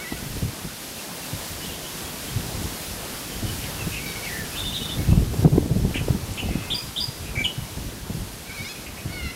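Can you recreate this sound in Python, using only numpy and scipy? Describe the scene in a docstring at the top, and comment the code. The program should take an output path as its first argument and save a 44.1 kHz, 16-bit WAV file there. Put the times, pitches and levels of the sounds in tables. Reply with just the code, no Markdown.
"""Wind hisses through a tall reed bed at a lake shore: leaves rub and tick, air rushes between the stems.
One gust, strongest halfway, buffets the microphone; its eddies land as soft thuds over a rumble.
Small birds twitter and chip in short bent whistles. Farther off, another bird gives thin nasal whines,
stacks of harmonics shaped by its throat. The stems scatter the calls into an echo.
The mono recorder adds faint metallic tones to the whistles; its limiter ducks under the hardest thud."""
import sys
import numpy as np
from scipy import signal
from scipy.fft import rfft, irfft, next_fast_len
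from scipy.io import wavfile
from scipy.ndimage import uniform_filter1d, map_coordinates

SR = 44100
rng = np.random.default_rng(int(sys.argv[2]) if len(sys.argv) > 2 else 0)


def dump(signal):
    """Clip the signal to [-1, 1] and save it as 16-bit WAV at the path in sys.argv[1]."""
    limited = np.clip(np.atleast_2d(signal).T, -1, 1)
    pcm = np.round(limited * 32767).astype(np.int16)
    wavfile.write(sys.argv[1], SR, pcm)


N = 412335


def amp(db):
    """Decibels to gain."""
    return 10 ** (np.asarray(db) / 20)


def unit(x):
    """x at rms 1."""
    return x / np.sqrt(np.mean(x ** 2) + 1e-20)


def spectrum_db(points, hz):
    """Rows of f/Hz, level/dB, read on a log frequency axis."""
    knots_hz, db = np.transpose(points)
    return np.interp(np.log(hz + 1), np.log(knots_hz + 1), db)


def envelope_db(points):
    """Rows of t/s, level/dB, read at every sample."""
    return np.interp(np.arange(N) / SR, *np.transpose(points))


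def wobble(rate_hz):
    """Smooth random curve through rate_hz knots a second."""
    knots = rng.standard_normal(int(N * rate_hz / SR) + 4)
    return map_coordinates(knots, [np.arange(N) * rate_hz / SR])


def filtered(x, response):
    """Zero-phase filter; response maps Hz to gain."""
    size = next_fast_len(N + SR // 2)
    return irfft(rfft(x, size) * response(np.fft.rfftfreq(size, 1 / SR)), size)[:N]


def rush(spectrum, patchy_db):
    """Coloured noise at rms 1, with patches of random gain in time and frequency."""
    bins = signal.stft(rng.standard_normal(N), nperseg=512)[2]
    patches = uniform_filter1d(rng.standard_normal(bins.shape), size=8, axis=0)
    patches = unit(uniform_filter1d(patches, size=16, axis=1))
    noise = signal.istft(bins * amp(patchy_db * patches), nperseg=512)[1][:N]
    return unit(filtered(noise, lambda hz: amp(spectrum_db(spectrum, hz))))


def fade(t, length_s, edge_s):
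    """Quarter-sine fade in and out."""
    return np.sin(np.pi / 2 * np.clip(np.minimum(t, length_s - t) / edge_s, 0, 1))


def add(track, start_s, sound):
    """Mix a short sound into the track."""
    part = track[max(round(start_s * SR), 0):][:len(sound)]
    part += sound[:len(part)]


def leaf_ticks(count=9000, spread_db=4.0, decay_cycles=4):
    """Dry blades tap each other: tiny damped pings of scattered pitch and size."""
    when, pitch, size = rng.random((count, 3)).T[:, :, None]
    hz = 2500 * (13000 / 2500) ** pitch
    gain = amp(-spread_db * np.log(np.maximum(size, np.exp(-5))))
    offsets = np.arange(96)
    cycles = hz * offsets / SR
    pings = gain * np.sin(2 * np.pi * cycles) * np.exp(-cycles / decay_cycles)
    samples = (when * N).astype(int) + offsets
    return unit(np.bincount(samples.ravel(), pings.ravel(), N)[:N])


def reeds():
    """Leaves rub into a hiss that brightens with the wind; the nearest tick; air rushes past stems."""
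    # wind in the leaves: t/s, relative level/dB
    breeze = [(0, -44.5), (.7, -44), (1.5, -42), (3.2, -41.5), (3.7, -42), (4.4, -42), (5.2, -44),
              (7, -45.5), (7.5, -46.5), (9.35, -47.5)]
    # spectra of leaf hiss, finest hiss and stem rush: f/Hz, relative level/dB
    leaf_spectrum = [(600, -33), (1500, -4.5), (2800, -2), (4000, -1.5), (5200, -1.5), (7500, -4.5),
                     (9500, -4.5), (11500, -4.5), (13500, -10.5), (16000, -20)]
    fizz_spectrum = [(4000, -24), (8000, -12), (11500, -1.5), (14000, -1), (16000, -5.5)]
    stem_spectrum = [(60, -20), (150, 7.5), (300, 4.5), (600, 1), (1000, -1.5), (1600, -5), (3000, -13.5),
                     (8000, -36)]
    leaf_db = envelope_db(breeze)
    gust_db = leaf_db - leaf_db.mean()
    sway_db = wobble(3.01)
    stir_db = 0.26 * sway_db + 0.5 * wobble(14)
    hiss = amp(leaf_db + 5.5 + stir_db) * rush(leaf_spectrum, patchy_db=0.3)
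    fizz = amp(-47 + 1.35 * (gust_db + stir_db) + 0.43 * wobble(40)) * rush(fizz_spectrum, patchy_db=2.5)
    ticks = amp(leaf_db - 9.5 + sway_db + 4.6 * wobble(20)) * leaf_ticks()
    stems = amp(-40 + 0.86 * gust_db + 0.56 * wobble(4.6)) * rush(stem_spectrum, patchy_db=1.4)
    return hiss + fizz + ticks + stems


def among_stems(calls, wet_db, near_t60_s, far_db, far_t60_s=0.99):
    """Stems scatter a call into a dense echo; the shore adds a faint longer one."""
    t = np.arange(SR // 2) / SR
    decay = amp(-60 * t / near_t60_s) + amp(far_db - 60 * t / far_t60_s)
    tail = rng.standard_normal(len(t)) * decay * (t > 0.004)
    return calls + amp(wet_db) * signal.fftconvolve(calls, tail / np.linalg.norm(tail))[:N]


def whining_bird(fading_db=2.5, rough_depth=0.038):
    """Reedy harmonics bend through three pitches; each wavers in level on its way through the stems."""
    # syllables: t/s, length/s, first f/Hz, middle f/Hz, last f/Hz, level/dB,
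    # tilt/(dB/octave), even-harmonic gain/dB, roughness/0-1
    syllables = [(-.01, 0.06, 667, 750, 715, -39, -4, 2, 0), (.036, .07, 700, 652, 770, -38.5, -4, 4, 0),
                 (0.105, 0.039, 675, 650, 665, -37, 0, 1, 0.04),
                 (.155, .04, 694, 745, 715, -44.5, -7, 10, .2), (3.99, 0.062, 746, 745, 756, -40, 1, 0, .7),
                 (4.053, 0.08, 765, 762, 768, -36.5, 5.5, 2.5, 0.44),
                 (4.15, .062, 762, 730, 756, -39, 4, -1, .9), (4.219, 0.045, 740, 752, 770, -37, 9, 0, .8),
                 (6.45, .27, 703, 693, 713, -47, 6, -1, 0.85),
                 (8.456, 0.049, 712, 783, 815, -45, -1, -2, .3),
                 (8.491, .082, 753, 767, 865, -40, 0, -1, 0.5),
                 (8.561, .082, 790, 740, 820, -37.5, 2, -2, 0.44),
                 (8.641, 0.047, 708, 730, 820, -35.5, 6, -6, 0.1),
                 (8.68, .048, 796, 847, 816, -36.5, 3.5, 1, 0.3),
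                 (9.091, 0.034, 716, 715, 750, -41, -1, 1, .4),
                 (9.118, .105, 746, 729, 697, -37, 0, 4, 0.26),
                 (9.221, 0.096, 700, 691, 668, -36.5, 1, 7, 0.55)]
    # throat response: f/Hz, gain/dB
    throat = [(1330, -8), (1420, -8.5), (1500, -4.5), (1620, -5), (1750, -4), (1960, 6.5), (2170, 5),
              (2400, 2.5), (2600, -9), (2740, 0.5), (2900, -3.5), (3100, -18), (3400, -4), (3600, -8),
              (4000, -6), (4500, -8), (4750, -14), (5030, -6.5), (5220, -15), (5500, -11), (6000, -20),
              (6550, -11), (7200, -24)]
    calls = np.zeros(N)
    orders = np.arange(2, 9)[:, None]
    jitter = wobble(350)
    fades_db = fading_db * np.array([wobble(45) for _ in orders])
    for start_s, length_s, first_hz, middle_hz, last_hz, db, tilt_db, even_db, rough in syllables:
        t = np.arange(N) / SR - start_s
        on = (t >= 0) & (t <= length_s)
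        t = t[on]
        hz = np.polyval(np.polyfit([0, 0.5, 1], [first_hz, middle_hz, last_hz], 2), t / length_s)
        phase = 2 * np.pi * np.cumsum(hz * (1 + rough_depth * rough * jitter[on])) / SR
        voice_db = tilt_db * np.log2(orders) + even_db * (orders % 2 == 0)
        gains = amp(voice_db + spectrum_db(throat, orders * hz) + fades_db[:, on])
        tone = unit((gains * np.sin(orders * phase)).sum(axis=0))
        add(calls, start_s, amp(db) * fade(t, length_s, edge_s=0.011) * tone)
    return calls


def twitter_notes(arch=0.0135):
    """Single gliding notes, bent up slightly in the middle."""
    # notes: t/s, length/s, f/Hz, glide/octaves, level/dB, rasp/0-1
    notes = [(0.98, 0.023, 2690, 0, -44, 0.15), (1.223, 0.028, 2640, 0.08, -42, 0.25),
             (1.475, .03, 3050, 0.02, -44, 0), (1.607, .04, 2950, 0, -43, 0.16),
             (1.682, 0.032, 2820, -0.023, -40, 0.04), (1.717, .035, 3050, -0.086, -39.5, 0.4),
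             (1.841, 0.042, 3050, .08, -42, .3), (2.048, 0.06, 3290, -0.016, -47, 0.1),
             (2.274, 0.054, 3150, 0.11, -44, 0.1), (3.311, .06, 3080, -0.023, -42.5, 0.27),
             (3.455, 0.055, 2940, 0.015, -41, 0.25), (3.594, 0.082, 2456, -0.44, -41, 0.8),
             (3.786, 0.04, 2670, -0.17, -34, 0.12), (3.918, 0.072, 2620, -0.092, -33.5, 0.6),
             (4.242, .025, 2690, -0.065, -35.5, .2), (4.26, 0.027, 2160, 0.045, -33, 0.24),
             (4.292, 0.1, 1850, 0.04, -35.5, 0.41), (4.386, 0.063, 1745, -0.065, -37.5, 0),
             (4.522, 0.053, 2560, 0.029, -41, 0.24), (4.755, 0.025, 3380, 0.073, -30, .35),
             (4.982, 0.037, 2190, 0.015, -37.5, 0), (5.109, 0.025, 2590, 0.017, -37, 0.16),
             (5.941, 0.0425, 2600, 0.16, -27.5, 1), (6.374, 0.035, 2760, -0.015, -28.5, 0.6),
             (6.418, 0.4, 2542, -0.084, -44, 0.31), (7.255, 0.041, 2500, 0, -40, 0.34),
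             (7.352, 0.02, 2315, -0.4, -30, 0.57), (7.372, 0.049, 2301, 0.032, -24, 0.16),
             (7.44, 0.009, 3320, -.3, -22.5, 0.24), (7.446, 0.015, 2930, -0.086, -16.5, 0.4),
             (8.748, 0.023, 2380, 0.028, -41, 0.5), (8.861, 0.021, 2480, -0.15, -36.5, 0.57),
             (8.969, 0.029, 2370, 0.15, -38.5, 0.7)]
    return [(start_s, db, length_s, hz * 2 ** (-glide / 2), hz * (1 + arch), hz * 2 ** (glide / 2), rasp)
            for start_s, length_s, hz, glide, db, rasp in notes]


def trill_notes(foot_s=0.016, foot_db=-33.5, foot_rasp=0.24, top_s=0.042, top_rasp=0.25, bend=0.025):
    """Upward hooks: each touches the same soft foot, then leaps to a raspy arch."""
    # hook tops: t/s, f/Hz, level/dB
    hooks = [(4.556, 3590, -30), (4.636, 3590, -29.5), (4.721, 3770, -29.5), (4.808, 3650, -31),
             (4.885, 3580, -33)]
    foot_hz = (3100, 2900, 3190)
    feet = [(start_s, foot_db, foot_s, *foot_hz, foot_rasp) for start_s, _, _ in hooks]
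    tops = [(start_s + foot_s, db, top_s, hz * (1 - bend), hz, hz * (1 - bend / 2), top_rasp)
            for start_s, hz, db in hooks]
    return feet + tops


def chip_notes():
    """Two-part chips: a raspy arch leaps straight to a clear whistle."""
    # chips: t/s, arch level/dB, whistle level/dB
    chips = [(6.701, -24, -24), (6.96, -25, -23)]
    # the two parts: length/s, first f/Hz, middle f/Hz, last f/Hz, rasp/0-1
    arch = (0.042, 3080, 3680, 3350, 0.29)
    whistle = (0.046, 4740, 4900, 4850, 0.079)
    notes = []
    for start_s, arch_db, whistle_db in chips:
        notes += [(start_s, arch_db, *arch), (start_s + arch[0], whistle_db, *whistle)]
    return notes


def recorder_distortion(whistle, t, level_db=-22, offset_hz=3900):
    """The recorder's distortion adds faint metallic side tones 3.9 kHz either side of each whistle."""
    return 2 * amp(level_db) * whistle * np.cos(2 * np.pi * offset_hz * t)


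def songbirds(rasp_depth=0.16, third_db=-23):
    """Whistles bend through three pitches; fast pitch jitter adds rasp."""
    song, jitter = np.zeros(N), wobble(900)
    for start_s, db, length_s, *bend_hz, rasp in twitter_notes() + trill_notes() + chip_notes():
        t = np.arange(int(length_s * SR)) / SR
        hz = np.interp(t, [0, 0.397 * length_s, length_s], bend_hz)
        hz *= 1 + rasp_depth * rasp * jitter[round(start_s * SR):][:len(t)]
        phase = 2 * np.pi * np.cumsum(hz) / SR
        whistle = np.sin(phase)
        tone = whistle + amp(third_db) * np.sin(3 * phase) + recorder_distortion(whistle, t)
        add(song, start_s, amp(db + 0.05) * fade(t, length_s, edge_s=0.0046) * tone)
    return song


def eddy_arrivals(rumble_db, places, crowding):
    """Sample indices crowded into strong flow: one per equal share of it, at a place 0-1 within."""
    flow = np.cumsum(amp(crowding * rumble_db))
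    return np.searchsorted(flow, flow[-1] * (np.arange(len(places)) + places) / len(places))


def small_eddies(rumble_db, count=34, scatter_db=3, typical_hz=118, scatter_octaves=0.42):
    """Lesser eddies, one cycle wide, arrive by chance, more often and harder in strong flow."""
    at = eddy_arrivals(rumble_db, rng.random(count), crowding=0.67)
    size, pitch = rng.standard_normal((count, 2)).T
    db = rumble_db[at] + 6 + scatter_db * size
    hz = typical_hz * 2 ** (scatter_octaves * pitch)
    return list(zip(at / SR, db, hz, np.ones(count)))


def flutter(rumble_db, count=150, centre_hz=210, width_cycles=0.55, loss_db_per_octave=8):
    """Small quick eddies crowd into the strongest flow, each a brief swing of its own pitch and size."""
    places, sizes, pitches, turns = rng.random((count, 4)).T
    arrivals = eddy_arrivals(rumble_db, places, crowding=1.3)
    t = np.arange(-SR // 40, SR // 40) / SR
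    track = np.zeros(N)
    for at, size, octaves, turn in zip(arrivals, sizes, 2.6 * (pitches - 0.5), turns):
        hz = centre_hz * 2 ** octaves
        db = rumble_db[at] + 8 * (size - 0.5) - loss_db_per_octave * octaves
        swell = np.exp(-0.5 * (t * hz / width_cycles) ** 2)
        add(track, at / SR + t[0], amp(db) * swell * np.sin(2 * np.pi * (hz * t + turn)))
    return track


def buffeting(wake_s=0.04):
    """Turbulence rumbles on the microphone; eddies are pressure swings with ragged crests and wakes."""
    # wind on the microphone: t/s, relative level/dB
    gust = [(0, -48), (.31, -45), (1.05, -54), (2.05, -47), (2.47, -36), (3.1, -44.5), (3.49, -37),
            (4.2, -44), (4.85, -36.5), (5.1, -31.5), (5.55, -27), (5.95, -32), (6.25, -35.5), (6.48, -34.5),
            (6.7, -43), (7.55, -41.5), (8.18, -37), (8.65, -48.5), (9.35, -37)]
    # strongest eddies: t/s, relative level/dB, f/Hz, Gaussian width/cycles
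    strong_eddies = [(.124, -16.5, 260, 0.51), (.228, -21.5, 194, 0.48), (.268, -21, 137, 0.51),
                     (.37, -29, 327, 1.4), (.429, -12.5, 161, 0.64), (.465, -21, 170, 0.54),
                     (.652, -17.5, 146, 0.74), (1.334, -17.5, 133, 0.46), (2.37, -13, 105, 0.81),
                     (2.491, -23, 150, 0.77), (2.618, -27, 135, 0.64), (2.654, -18.5, 98, 0.84),
                     (3.43, -17, 231, 1.24), (3.454, -19, 113, 0.99), (3.494, -29, 140, 0.5),
                     (3.826, -19, 117, .6), (3.875, -14.5, 166, 0.85), (4.068, -23, 130, 0.58),
                     (4.393, -21, 159, 0.52), (4.423, -22, 162, 0.63), (4.819, -20, 128, 0.59),
                     (4.899, -23, 130, 0.48), (4.996, -11.5, 109, 0.74), (5.088, -11.5, 128, 0.76),
                     (5.125, -4.5, 138, 0.61), (5.131, -16.5, 420, 0.66), (5.179, -5, 160, 0.56),
                     (5.203, -20, 170, .7), (5.223, -13, 122, 0.85), (5.396, -12, 128, 0.9),
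                     (5.449, -8.5, 302, 0.83), (5.457, 4, 152, 1.04), (5.478, -10, 340, 0.65),
                     (5.533, -6, 150, 1.3), (5.559, -8, 187, 1.4), (5.581, -1, 291, 0.77),
                     (5.63, -20.5, 260, .8), (5.662, -15, 300, 0.7), (5.72, -8.5, 141, 1.3),
                     (5.768, -13, 203, 1.4), (5.852, -8.5, 165, 0.64), (5.912, -14.5, 131, 0.54),
                     (5.958, -16.5, 260, 0.86), (6.015, -12, 130, 0.7), (6.085, -19.5, 500, 0.83),
                     (6.108, -6, 118, 0.48), (6.151, -15, 198, .9), (6.433, -18.5, 335, 0.9),
                     (6.461, -18, 147, 0.79), (6.49, -17, 234, 0.59), (6.51, -15, 161, 0.67),
                     (6.558, -10.5, 192, 0.64), (6.739, -19, 173, 0.4), (7.09, -21, 127, 0.89),
                     (7.378, -18, 118, .7), (7.408, -22.5, 235, 0.96), (7.426, -20.5, 147, 0.66),
                     (7.587, -19, 130, 0.84), (7.779, -19.5, 160, 0.69), (8.105, -18.5, 187, 1.1),
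                     (8.152, -19, 145, 0.8), (8.175, -22, 165, 0.82), (8.22, -22.5, 170, 0.53),
                     (9.058, -15.5, 130, 0.47)]
    # spectra of rumble and eddy crests: f/Hz, relative level/dB
    rumble_spectrum = [(12, -19), (28, -3.5), (50, 2), (90, 2.5), (180, -4), (300, -11), (500, -24.5),
                       (900, -50), (2000, -68), (6000, -90)]
    crest_spectrum = [(40, 1), (90, -3.5), (200, 2.5), (400, 0), (850, -13.5), (1300, -30.5), (2000, -60),
                      (4000, -70)]
    rumble_db = envelope_db(gust)
    lumps = wobble(24)
    churn_gain = amp(rumble_db + 4) * unit(amp(3.1 * lumps))
    # strong flow sputters
    crest_gain = amp(-35.5 + 1.36 * (rumble_db - rumble_db.max()) + 0.4 * lumps + 4.3 * wobble(70))
    swings, wake_gain = np.zeros(N), np.zeros(N)
    t = np.arange(-SR // 20, SR // 6) / SR
    eddies = strong_eddies + small_eddies(rumble_db)
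    for (peak_s, db, hz, width_cycles), phase in zip(eddies, rng.uniform(0, 2 * np.pi, len(eddies))):
        start_s = peak_s + t[0]
        swell = np.exp(-0.5 * (t * hz / width_cycles) ** 2)
        tearing = (hz / 170) ** 2.1  # fast eddies tear more
        add(swings, start_s, amp(db - 4) * swell * np.sin(2 * np.pi * hz * t + phase))
        add(crest_gain, start_s, amp(db - 14.5) * tearing * swell ** 1.55)
        add(wake_gain, start_s, amp(db - 15) * np.where(t < 0, swell, np.exp(-t / wake_s)))
    rumble = np.hypot(churn_gain, wake_gain) * rush(rumble_spectrum, patchy_db=2.5)
    return rumble + swings + flutter(rumble_db) + crest_gain * rush(crest_spectrum, patchy_db=0.5)


def scene():
    """Reeds, birds and gust, alike in both channels."""
    song = among_stems(songbirds(), wet_db=-1, near_t60_s=0.16, far_db=-22)
    whines = among_stems(whining_bird(), wet_db=-7.5, near_t60_s=0.89, far_db=-19)
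    mono = reeds() + song + whines + buffeting()
    return np.array([mono, mono])


def limiter(x, threshold_db=-11, release_db_per_s=9, max_cut_db=4.5, ceiling=0.57):
    """Gain drops under a loud swell and recovers steadily; peaks over the ceiling clip."""
    level_db = 10 * np.log10(np.abs(uniform_filter1d(x[0] ** 2, size=600)) + 1e-12)
    excess_db = np.clip(level_db - threshold_db, 0, max_cut_db)
    recovery_db = release_db_per_s * np.arange(N) / SR
    cut_db = np.maximum.accumulate(excess_db + recovery_db) - recovery_db
    return np.clip(x * amp(-cut_db), -ceiling, ceiling)


def record(dry):
    """Limiter, then the microphone's low cut and a hard band limit."""
    low_cut_hz, top_hz = 22, 15780

    def passband(hz):
        return (hz < top_hz) * hz ** 2 / np.hypot(hz ** 2, low_cut_hz ** 2)

    return np.array([filtered(channel, passband) for channel in limiter(dry)])


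dry = scene()
out = record(dry)
dump(out)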